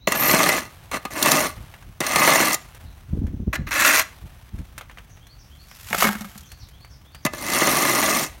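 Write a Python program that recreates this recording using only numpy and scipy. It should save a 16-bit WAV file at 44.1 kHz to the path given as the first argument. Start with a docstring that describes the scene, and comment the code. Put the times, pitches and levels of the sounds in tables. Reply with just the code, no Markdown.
"""Outdoors, on a street: a steel shovel drags grit over asphalt four times, with one brief extra touch.
After three drags it scoops; the load slides into a plastic bucket before the last drag.
The edge catches and slips on stones: pulse trains and noise bursts shake shaft, blade and cracking grains.
Dirt drives plastic modes and an air boom; boots and pebbles tick as short noise bursts.
Wind is gusted noise, far birds are swept sines, and echoes are sparse decaying taps; one microphone."""
import sys
import numpy as np
from scipy import signal
from scipy.io import wavfile
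from scipy.ndimage import uniform_filter1d

SR = 44100
rng = np.random.default_rng(int(sys.argv[2]) if len(sys.argv) > 2 else 0)


def wrap_up_sound(samples):
    """Save the sound to the file named by the first command line argument, as 16-bit audio."""
    columns = np.atleast_2d(samples).T
    # keep every value between -1 and 1, then stretch to whole-number steps
    tamed = np.clip(columns, -1, 1)
    steps = np.round(tamed * 32767).astype(np.int16)
    wavfile.write(sys.argv[1], SR, steps)


N = 370440
TIME = np.arange(N) / SR
HZ = np.fft.rfftfreq(8192, 1 / SR)


# blade dragged on its edge: (start [s], push [s], hold [s], release [s], pressure [dB],
# first touch [dB re pressure], sag over hold [dB], judder [dB re pressure], crushing [dB re pressure])
DRAG_STROKES = [(0.086, 0.24, 0.25, 0.13, -16.5, -12, -6.5, -6, -5),
                (0.914, 0.019, 0.041, 0.022, -25, -0.5, -1, -8.5, -7.5),
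                (1.105, 0.17, 0.19, 0.094, -17, -21, -8, -5.5, -3.5),
                (2.023, .24, .28, 0.039, -15, -13.5, -8, -8.5, -4),
                (7.325, 0.24, 0.66, 0.1, -20.5, -22, -2, -4, -1)]
# blade lands or jumps off a stone: (time [s], ring [dB], thud [dB], crack [dB])
EDGE_KNOCKS = [(0.072, -12, -11.5, -22.5), (0.082, -35, -19, -22.5), (0.1198, -17.5, -38, -16),
               (.294, -12, -22, -22), (.311, -17, -28.5, -16), (.337, -12.5, -8, -27), (.43, -17, -27, -16),
               (.489, -12.5, -16, -15), (.94, -32, -36, -34.5), (1.051, -21.5, -22, -29.5),
               (1.226, -33, -32, -10.5), (1.249, -20, -24, -27), (1.259, -12, -33, -27),
               (1.3158, -19, -45, -10.5), (2.004, -20.5, -24, -19.5), (2.013, -19.5, -25, -32),
               (2.065, -34, -62, -19), (2.158, -8.5, -14, -14.5), (2.193, -23, -29, -18),
               (2.2178, -11, -30, -32), (2.2751, -8, -17.5, -17), (2.402, -12.5, -21, -32.5),
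               (2.529, -28, -40, -15.5), (2.543, -27, -35, -14.5), (7.2501, -18, -16.5, -17),
               (7.262, -16.5, -18.5, -22.5), (7.334, -28.5, -24, -33.5), (7.619, -16, -14, -38),
               (7.673, -12.5, -16, -33), (7.851, -14.5, -24, -40)]
# broad colour of the blade on its edge: (frequency [Hz], density [dB per Hz])
EDGE_COLOUR = [(60, -24), (110, 4.5), (160, -3), (300, 5), (430, -5.5), (560, 5), (1200, 3.5), (1500, -2),
               (2050, 4.5), (3200, -2.5), (4900, -10), (6500, 2), (10500, -34), (16000, -46.5)]
# nominal modes of the steel blade, also rung by scoops(): (frequency [Hz], level [dB], t60 [s])
BLADE_MODES = [(287, -1.5, 0.023), (655.4, 3.5, 0.033), (804, -3, 0.059), (1153, -1, 0.063),
               (1242, 3, 0.067), (1447, -3, 0.023), (1777, 3.5, .06), (1928, 0, 0.072), (2055, 3.5, 0.053),
               (2167, -4, .05), (2676, -1.5, .04), (4233, 10.5, 0.055), (5730, -6, 0.033), (6900, -17, .03)]


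def drags():
    """The blade scrapes on its edge: five contact spots ring with the steel modes."""
    spots = [body(EDGE_COLOUR, BLADE_MODES, ring_db=1.0) for _ in range(5)]
    return shovel(DRAG_STROKES, EDGE_KNOCKS, spots, judder_db=-4.0, ring_db=-1.45, grit_db=-1.07)


# flat blade skids on landing, touches again, is shoved under the heap in two pushes:
# (start [s], push [s], hold [s], release [s], pressure [dB],
# first touch [dB re pressure], sag over hold [dB], judder [dB re pressure], crushing [dB re pressure])
SCOOP_STROKES = [(3.529, .004, 0.027, 0.017, -27, 2, -3, -11, -13),
                 (3.667, 0.0054, 0.022, 0.033, -33, -9, -3, -9, -12.5),
                 (3.709, 0.17, 0.048, 0.14, -14, -12.5, -7, -15.5, -8.5),
                 (3.925, 0.026, 0.06, 0.027, -18, -17, -2, -30, -6.5)]
# flat of the blade strikes the road: (time [s], ring [dB], thud [dB], crack [dB])
FLAT_SLAPS = [(3.5305, -23, -44, -33), (3.554, -22.5, -46, -30.5), (3.994, -15, -46, -16.5)]
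# broad colour of the blade lying flat: (frequency [Hz], density [dB per Hz])
FLAT_COLOUR = [(100, -65.5), (300, 9), (430, -11.5), (600, -1), (900, -7), (1150, 1), (1900, 1),
               (2600, -1.5), (3200, -11.5), (4900, 5), (6000, -29), (10500, -29), (13000, -25),
               (16000, -25)]


def scoops():
    """The blade skids lying flat, its modes weaker against the broad colour than on edge."""
    spots = [body(FLAT_COLOUR, BLADE_MODES, ring_db=-6) for _ in range(4)]
    return shovel(SCOOP_STROKES, FLAT_SLAPS, spots, judder_db=-3.5, ring_db=-0.2, grit_db=4.2)


# edge squeaks thinly on smooth stone: (start [s], push [s], hold [s], release [s],
# level [dB], first touch [dB re level], sag over hold [dB])
SQUEAK_STROKE = (.15, .045, .125, .07, -22.5, -12, 0)


def squeak():
    """Rapid slips sound out a narrow high band."""
    return sing(stroke(*SQUEAK_STROKE), centre_hz=12550, width_hz=1600, steady=0.05)


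GROAN_DB = -12.5  # re pressure
UPRIGHT_STROKE = 2  # row of DRAG_STROKES made with the shovel upright


def groan():
    """The upright blade groans: slips sound out one low resonance."""
    pressure = stroke(*DRAG_STROKES[UPRIGHT_STROKE][:-2])
    return sing(amp(GROAN_DB) * pressure, centre_hz=602, width_hz=72, steady=0.67)


def shovel(strokes, knocks, spots, judder_db, ring_db, grit_db):
    """Slips and knocks shake the shaft, ring the blade and crush grit under the edge."""
    s, knock_db, thud_db, crack_db = np.transpose(knocks)
    pressure, judder, crush = contact(strokes, s)
    slip = slips(per_s=230, decay_s=0.0084, spread_db=1.5, steady=0.17)
    chips = slips(per_s=380, decay_s=0.0005, spread_db=2.5, steady=0.36)

    low = amp(judder_db) * judder * slip * grains(1500, 0.93)
    low += crunches(s, thud_db, decay_s=0.0035)
    mid = amp(ring_db) * pressure * slip * grains(4000, 2.3)
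    mid += crunches(s, knock_db, decay_s=0.0061)
    high = amp(grit_db) * crush * np.sqrt(slip) * chips * rng.standard_normal(N)
    high += crunches(s, crack_db, decay_s=0.0047)

    shaft = unit(band(spots[0], [122, 440], "band", order=4))
    blade = [unit(band(spot, [490, 3200], "band", order=4)) for spot in spots]
    stones = [stone(uneven_db=4.0, ring_db=-7.5) for _ in range(10)]
    return through(low, shaft) + roaming(mid, blade, rate_hz=16) + roaming(high, stones, rate_hz=50)


HEAP_JUDDER_DB, HEAP_GRIT_DB = 0.5, 1.5  # growth over a stroke, as dirt piles up before the blade
CATCH_DB, CATCH_LEAD_S, CATCH_S = -1.5, 0.012, 0.009  # edge stalls on a stone just before it jumps


def contact(strokes, knock_times):
    """Pressure on the edge and the judder and crushing it drives; all three dip just before a knock."""
    pressure, judder, crush = np.zeros((3, N))
    for *push, judder_db, grit_db in strokes:
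        start, push_s, hold_s = push[:3]
        force = stroke(*push)
        heap = np.clip((TIME - start) / (push_s + hold_s), 0, 1) - 0.5
        pressure += force
        judder += force * amp(judder_db + HEAP_JUDDER_DB * heap)
        crush += force * amp(grit_db + HEAP_GRIT_DB * heap)
    offsets = [(TIME - s + CATCH_LEAD_S) / CATCH_S for s in knock_times]
    caught = np.max([np.exp(-np.minimum(offset ** 2, 20)) for offset in offsets], axis=0)
    return np.array([pressure, judder, crush]) * amp(CATCH_DB * caught)


PUSH_EASE = 1.15  # above 1: force builds fast, then levels off
LIFT_DB = -31  # pressure fall per release time as the blade lifts


def stroke(start, push_s, hold_s, release_s, db, touch_db, sag_db):
    """Force of one arm stroke: builds from the first touch, sags as the arm runs out, lifts."""
    t = TIME - start
    building = np.clip(1 - t / push_s, 0, 1) ** PUSH_EASE
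    tiring = np.clip((t - push_s) / hold_s, 0, 1) ** 2
    lifting = np.minimum(np.maximum(t - push_s - hold_s, 0) / release_s, 10)
    return (t >= 0) * amp(db + touch_db * building + sag_db * tiring + LIFT_DB * lifting)


def slips(per_s, decay_s, spread_db, steady):
    """Stick and slip: the edge lets go at uneven moments, each release a sharp surge that fades."""
    t = np.arange(SR // 20) / SR
    surge = evened(through(grains(per_s, spread_db) ** 2, np.exp(-t / decay_s)))
    power = abs(surge) + abs(steady)
    return np.sqrt(power / uniform_filter1d(power, size=3000))  # arm holds the mean force steady


def sing(gain, centre_hz, width_hz, steady):
    """Rapid slips lock onto one resonance of the steel: slip-gated noise through a narrow band."""
    drive = slips(per_s=300, decay_s=0.0014, spread_db=-1.5, steady=steady) * rng.standard_normal(N)
    edges_hz = [centre_hz - width_hz / 2, centre_hz + width_hz / 2]
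    return gain * evened(band(drive, edges_hz, "band", order=2))


# stone being crushed, also the treble of loose_dirt(): (frequency [Hz], density [dB per Hz])
GRIT_COLOUR = [(2000, -26.5), (3300, 3.5), (4200, 0.5), (4900, -4.5), (5700, 3), (7000, 0.5), (7900, -4),
               (9300, 0), (10500, -5), (12300, -1), (14000, -6), (16000, -10.5)]


def stone(uneven_db, ring_db):
    """Every stone cracks with a colour of its own and pings briefly at three pitches."""
    crack = colour([(hz, db + uneven_db * rng.uniform(-1, 1)) for hz, db in GRIT_COLOUR])
    t = np.arange(len(crack)) / SR
    ping = sum(np.sin(2 * np.pi * hz * t) for hz in rng.uniform(3300, 9500, size=3))
    return unit(crack + amp(ring_db) * unit(ping * np.exp(-t / 0.0016)))


# load slides off as a trickle around one slump: (loudest time [s], level [dB], rise [s], fall [s])
POUR_SWELLS = [(6.02, -36, 0.16, 0.19), (6.029, -19, 0.041, 0.033)]
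# sand hiss: (frequency [Hz], density [dB per Hz])
SAND_COLOUR = [(1200, 6.5), (2900, 2), (4500, -3), (7000, -2), (9000, -6.5), (13000, -1), (16000, -10)]
# dirt lands, the bulk then last crumbs: (loudest time [s], level [dB], rise [s], fall [s])
LANDING_SWELLS = [(6.045, -21, 0.028, 0.041), (6.16, -47, 0.033, 0.13)]
# stones and clods hit the bucket: (time [s], wall [dB], boom of the air inside [dB])
CLOD_HITS = [(5.908, -27, -25), (5.929, -12.5, -29), (5.946, -13, -40), (5.98, -28, -23),
             (6.0233, -8.5, -30), (6.042, -12.5, -15.5), (6.051, -11, -11), (6.069, -13.5, -18),
             (6.089, -16, -13), (6.152, -25, -22), (6.209, -37, -21.5), (6.245, -29.5, -26.5),
             (6.355, -36, -33)]
# nominal modes of plastic wall and bottom: (frequency [Hz], level [dB], t60 [s])
BUCKET_MODES = [(570, -2.5, 0.076), (724, -4.5, 0.11), (802, 0, 0.063), (906, 0, 0.069), (1330, 1, 0.08),
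                (1600, -7, 0.14), (1814, -6.5, 0.12), (2220, -1.5, 0.094), (2870, -10, 0.046)]
# dull knock of the plastic: (frequency [Hz], density [dB per Hz])
PLASTIC_COLOUR = [(120, -17), (310, 5), (430, -10), (650, 13), (1400, 13.5), (2800, 0.5), (5000, -12)]
SAND_SPREAD_DB = 4


def bucket():
    """Sand hisses off the blade; dirt and stones drum on the plastic and make the air inside boom."""
    at, wall_db, boom_db = np.transpose(CLOD_HITS)
    clumps = slips(per_s=110, decay_s=0.002, spread_db=2.5, steady=0.27)
    hiss = sum(swell(*row) for row in POUR_SWELLS) * clumps * grains(14000, SAND_SPREAD_DB)
    spray = amp(-14.5) * crunches(at, wall_db, decay_s=0.0051)  # each clod bursts into sand

    blows = sum(swell(*row) for row in LANDING_SWELLS) * clumps * grains(1200, 2.0)
    blows += crunches(at, wall_db, decay_s=0.0026)
    spots = [body(PLASTIC_COLOUR, BUCKET_MODES, ring_db=-2.0) for _ in range(5)]
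    walls = roaming(blows, spots, rate_hz=24)

    air, t = np.zeros(N), np.arange(SR // 2) / SR
    for start, db in zip(at, boom_db):
        hz = 207 * rng.uniform(0.866, 1.04)
        add(air, start, amp(db) * boom(t, hz, decay_s=0.018, rise_s=0.0016))
    return through(hiss + spray, colour(SAND_COLOUR)) + walls + amp(-3) * air


def boom(t, hz, decay_s, rise_s):
    """Air column of the open bucket: a sine that rises fast and decays."""
    return np.sin(2 * np.pi * hz * t) * (np.exp(-t / decay_s) - np.exp(-t / rise_s))


# boots on grit and loose pebbles: (time [s], level [dB], treble [dB re level])
DIRT_TICKS = [(1.739, -25.5, -24), (1.825, -34.5, -17), (2.747, -32, -12.5), (3.267, -31, -20),
              (4.587, -34, -16.5), (4.779, -19.5, -13.5), (4.81, -22, -21), (4.897, -28, -30),
              (4.912, -34, -20), (4.973, -27.5, -27), (4.984, -26, -24), (5.173, -36, -24),
              (5.268, -36.5, -12), (5.714, -31, -31), (6.208, -34, -1), (6.377, -38, 2), (6.407, -40, -3),
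              (6.517, -31, -8.5), (6.686, -43.5, -4.5), (6.847, -33, -17), (7.147, -27.5, -16)]
# nominal tick colour: (frequency [Hz], density [dB per Hz])
TICK_COLOUR = [(200, 1), (800, 3), (1800, 8), (3000, 0.5), (9000, -32)]
# crackle of shifting sand: (frequency [Hz], density [dB per Hz])
DIRT_COLOUR = [(200, 1.5), (430, -1), (700, 3.5), (2100, -1.5), (3200, -4), (5000, -9.5), (7000, -12),
               (10000, -10.5), (13000, -10), (16000, -16.5)]
TICK_DECAY_S, SKID_DECAY_S = 0.0018, 0.013


def loose_dirt():
    """Pebbles tick and skid briefly over a fine crackle of shifting sand."""
    s, db, treble_db = np.transpose(DIRT_TICKS)
    taps = crunches(s, db, TICK_DECAY_S) + amp(-9.5) * crunches(s, db, SKID_DECAY_S)
    spots = [colour([(hz, level_db + 4 * rng.uniform(-0.45, 1)) for hz, level_db in TICK_COLOUR])
             for _ in range(4)]
    ticks = amp(-9) * roaming(taps, spots, rate_hz=10)
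    ticks += amp(-1) * through(crunches(s, db + treble_db, decay_s=0.0063), colour(GRIT_COLOUR))
    crackle = shifting() * evened(grains(3000, 2.0) * amp(1.9 * wander(37)))
    return ticks + amp(-2.5) * through(crackle, colour(DIRT_COLOUR))


SETTLE_DB, SETTLE_RISE_S, SETTLE_S = -47.5, 0.016, 0.52
WALK_FROM_S, WALK_TO_S, WALK_DB = 4.5, 8.4, -57  # boots shuffle to the bucket and back


def shifting():
    """Loose-dirt motion: settles after each drag and the last scoop push, stirs under the boots."""
    lifts = [sum(row[:4]) for row in DRAG_STROKES + SCOOP_STROKES[-1:]]
    settling = np.max([swell(s, SETTLE_DB, SETTLE_RISE_S, SETTLE_S) for s in lifts], axis=0)
    walking = amp(WALK_DB) * (TIME > WALK_FROM_S) * (TIME < WALK_TO_S)
    return np.hypot(settling, walking)


# eddies hit the microphone: (loudest time [s], level [dB], length [s])
WIND_GUSTS = [(1.592, -33, 0.064), (1.867, -32, 0.03), (2.852, -37.5, 0.073), (3.146, -21, 0.046),
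              (3.24, -24.5, 0.11), (3.314, -25.5, 0.061), (3.403, -27.5, 0.064), (3.48, -22.5, 0.035),
              (3.608, -23.5, 0.049), (4.228, -32, 0.032), (4.538, -29, .03), (4.594, -28.5, 0.029)]
BREEZE_DB = -46.5
GUST_RISE, GUST_FALL = 0.46, 1  # shares of a gust's length


def wind():
    """Eddies thump on the microphone; the stronger the gust, the higher they reach."""
    eddies = np.max([swell(s, db, GUST_RISE * length_s, GUST_FALL * length_s)
                     for s, db, length_s in WIND_GUSTS], axis=0)
    gust = np.hypot(amp(BREEZE_DB), eddies) * amp(2.62 * wander(30) - 1)
    # colours: (frequency [Hz], density [dB per Hz])
    rumble_colour = colour([(40, 7), (70, 4.5), (120, -4), (200, -18), (400, -30.5), (5000, -92)])
    buffet_colour = colour([(80, -3.5), (160, 3.5), (260, -3.0), (450, -19.5), (4000, -78)])
    rumble = through(rng.standard_normal(N), rumble_colour)
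    buffet = through(rng.standard_normal(N), buffet_colour)
    return gust * rumble + amp(21) * gust ** 2 * buffet


# distant bird's three-note figure: (delay [s], start [Hz], end [Hz], level [dB]), before SONG_TIMES scaling
SONG_FIGURE = [(0, 2970, 3570, -5), (0.078, 4030, 4760, -2), (0.179, 5950, 4950, -0.5)]
# each time it is sung: (time [s], level [dB], pitch ratio [1])
SONG_TIMES = [(5.201, -53.5, 1.01), (5.5, -52, 1), (6.405, -52.5, 1), (6.715, -53, 1.005),
              (7.04, -53.5, 1.06)]
# single slurs from other birds: (time [s], start [Hz], end [Hz], level [dB])
BIRD_SLURS = [(0, 3680, 4250, -53.5), (2.84, 4160, 3900, -61), (4.66, 5760, 4640, -70),
              (5.087, 6420, 5760, -56.5), (6.44, 6500, 5850, -54), (6.59, 4630, 3920, -54)]
SLUR_S, BIRD_ECHO_S = 0.062, 0.33


def birds(length_s):
    """Quick wavering swept sines, scattered by trees and houses."""
    out, waver = np.zeros(N), wander(260)
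    u = np.linspace(0, 1, int(length_s * SR))
    song = [(s + delay, ratio * start_hz, ratio * end_hz, db + note_db)
            for s, db, ratio in SONG_TIMES
            for delay, start_hz, end_hz, note_db in SONG_FIGURE]
    for s, start_hz, end_hz, db in song + BIRD_SLURS:
        burr = 0.016 if end_hz > start_hz else 0.06  # falling slurs waver more
        glide_hz = start_hz + (end_hz - start_hz) * u
        hz = glide_hz * (1 + burr * np.roll(waver, -int(s * SR))[:len(u)])
        add(out, s, amp(db) * np.sin(np.pi * u) * np.sin(2 * np.pi * np.cumsum(hz) / SR))
    return amp(1) * (out + amp(-2) * through(out, street(t60=BIRD_ECHO_S)))


# far-off air: (frequency [Hz], density [dB per Hz])
AIR_COLOUR = [(59, -21), (100, 4.5), (452, -22.5), (621, -21), (3620, -28), (4870, -37), (6150, -26),
              (7770, -50), (14400, -38), (16000, -22)]


def far_air():
    """Steady coloured noise of the open air."""
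    return amp(-54.5) * through(rng.standard_normal(N), colour(AIR_COLOUR))


def street(t60):
    """Thin scattered echoes from the truck, fence and trees, duller than the direct sound."""
    t = np.arange(SR) / SR
    taps = rng.choice([-1, 1], SR) * (rng.random(SR) < 2500 / SR) * (t > 0.012)
    return unit(band(taps * amp(-60 * t / t60), 5000, "low", order=1))


def body(points, modes, ring_db):
    """Response to a blow at one spot: a coloured click plus modes, weighted and detuned by the contact."""
    t, ring = np.arange(SR // 5) / SR, 0
    contacts = rng.uniform(-1.32, 1, (len(modes), 2))
    for (hz, db, t60), (pull, weight) in zip(modes, contacts):
        tone = np.sin(2 * np.pi * hz * (1 + 0.025 * pull) * t)
        ring += amp(db + 5 * weight) * unit(amp(-60 * t / t60) * tone)
    response = amp(ring_db) * unit(ring)
    add(response, 0, colour(points))
    return unit(response)


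def roaming(drive, responses, rate_hz):
    """The point of contact moves: the drive passes from one spot's response to another's."""
    knots = np.arange(0, N / SR + 1, 0.5 / rate_hz)
    visited = rng.integers(0, len(responses), len(knots))
    return sum(through(drive * np.interp(TIME, knots, visited == k), response)
               for k, response in enumerate(responses))


def crunches(times, dbs, decay_s):
    """Each contact is a burst of tiny fractures (noise) that builds and dies within milliseconds."""
    out, t = np.zeros(N), np.arange(SR // 10) / SR
    shape = np.exp(-t / decay_s) * (1 - np.exp(-t / (0.16 * decay_s)))
    for s, db in zip(times, dbs):
        add(out, s, amp(db) * shape / shape.max() * rng.standard_normal(len(t)))
    return out


def grains(per_s, spread_db):
    """Random clicks of uneven size and either sign, at rms 1."""
    size = amp(spread_db * np.minimum(rng.exponential(1, N), 4))
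    return evened(size * rng.choice([-1, 1], N) * (rng.random(N) < per_s / SR))


def swell(s, db, rise_s, fall_s):
    """Gain that grows exponentially to its peak at time s, then dies away."""
    return amp(db) * np.exp(-np.minimum(np.maximum((s - TIME) / rise_s, (TIME - s) / fall_s), 20))


def wander(rate_hz):
    """Smooth noise of rms 1 that moves up to about the given rate."""
    return evened(band(rng.standard_normal(N), rate_hz, "low", order=2))


def colour(points):
    """Minimum-phase click with this spectrum, rolled off below the first point; energy 1."""
    hz, db = np.transpose(points)
    log_gain = np.log(amp(np.interp(np.log(HZ + 1), np.log(hz), db)))
    log_gain -= np.log1p((hz[0] / (HZ + 1)) ** 2)
    circle = np.concatenate([log_gain, log_gain[-2:0:-1]])
    spectrum = np.exp(np.conj(signal.hilbert(circle)))
    return unit(np.fft.ifft(spectrum).real[:len(HZ)])


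def band(x, edges_hz, kind, order=3):
    """Causal Butterworth filter."""
    return signal.sosfilt(signal.butter(order, edges_hz, kind, fs=SR, output="sos"), x)


def through(x, response):
    """Plays x through an impulse response."""
    return signal.oaconvolve(x, response)[:N]


def add(mix, s, sound):
    """Lays a sound into the mix at time s."""
    part = mix[max(round(s * SR), 0):][:len(sound)]
    part += sound[:len(part)]


def amp(db):
    """Decibels to gain."""
    return 10 ** (np.asarray(db) / 20)


def evened(x):
    """Scaled to rms 1."""
    return x / np.sqrt(np.mean(x ** 2) + 1e-20)


def unit(x):
    """Scaled to energy 1."""
    return x / np.linalg.norm(x)


def scene():
    """Shovel, bucket and dirt with street echoes, then wind, birds and far-off air."""
    work = drags() + scoops() + squeak() + groan() + bucket() + loose_dirt()
    echoes = amp(-21.5) * through(work, street(t60=0.33))
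    mono = work + echoes + wind() + birds(length_s=SLUR_S) + far_air()
    return np.array([mono, mono])


CEILING, EDGE_HZ = 0.93, 15950  # full scale = 1; band limit


def record(dry):
    """The microphone drops the deepest rumble and rounds off peaks near full scale; then the band limit."""
    thinned = band(dry, 36, "high", order=3)
    rounded = thinned / (1 + abs(thinned / CEILING) ** 6) ** (1 / 6)
    lowpass = signal.firwin(511, EDGE_HZ, window=("kaiser", 9), fs=SR)
    return signal.oaconvolve(rounded, lowpass[None], "same")


dry = scene()
out = record(dry)
wrap_up_sound(out)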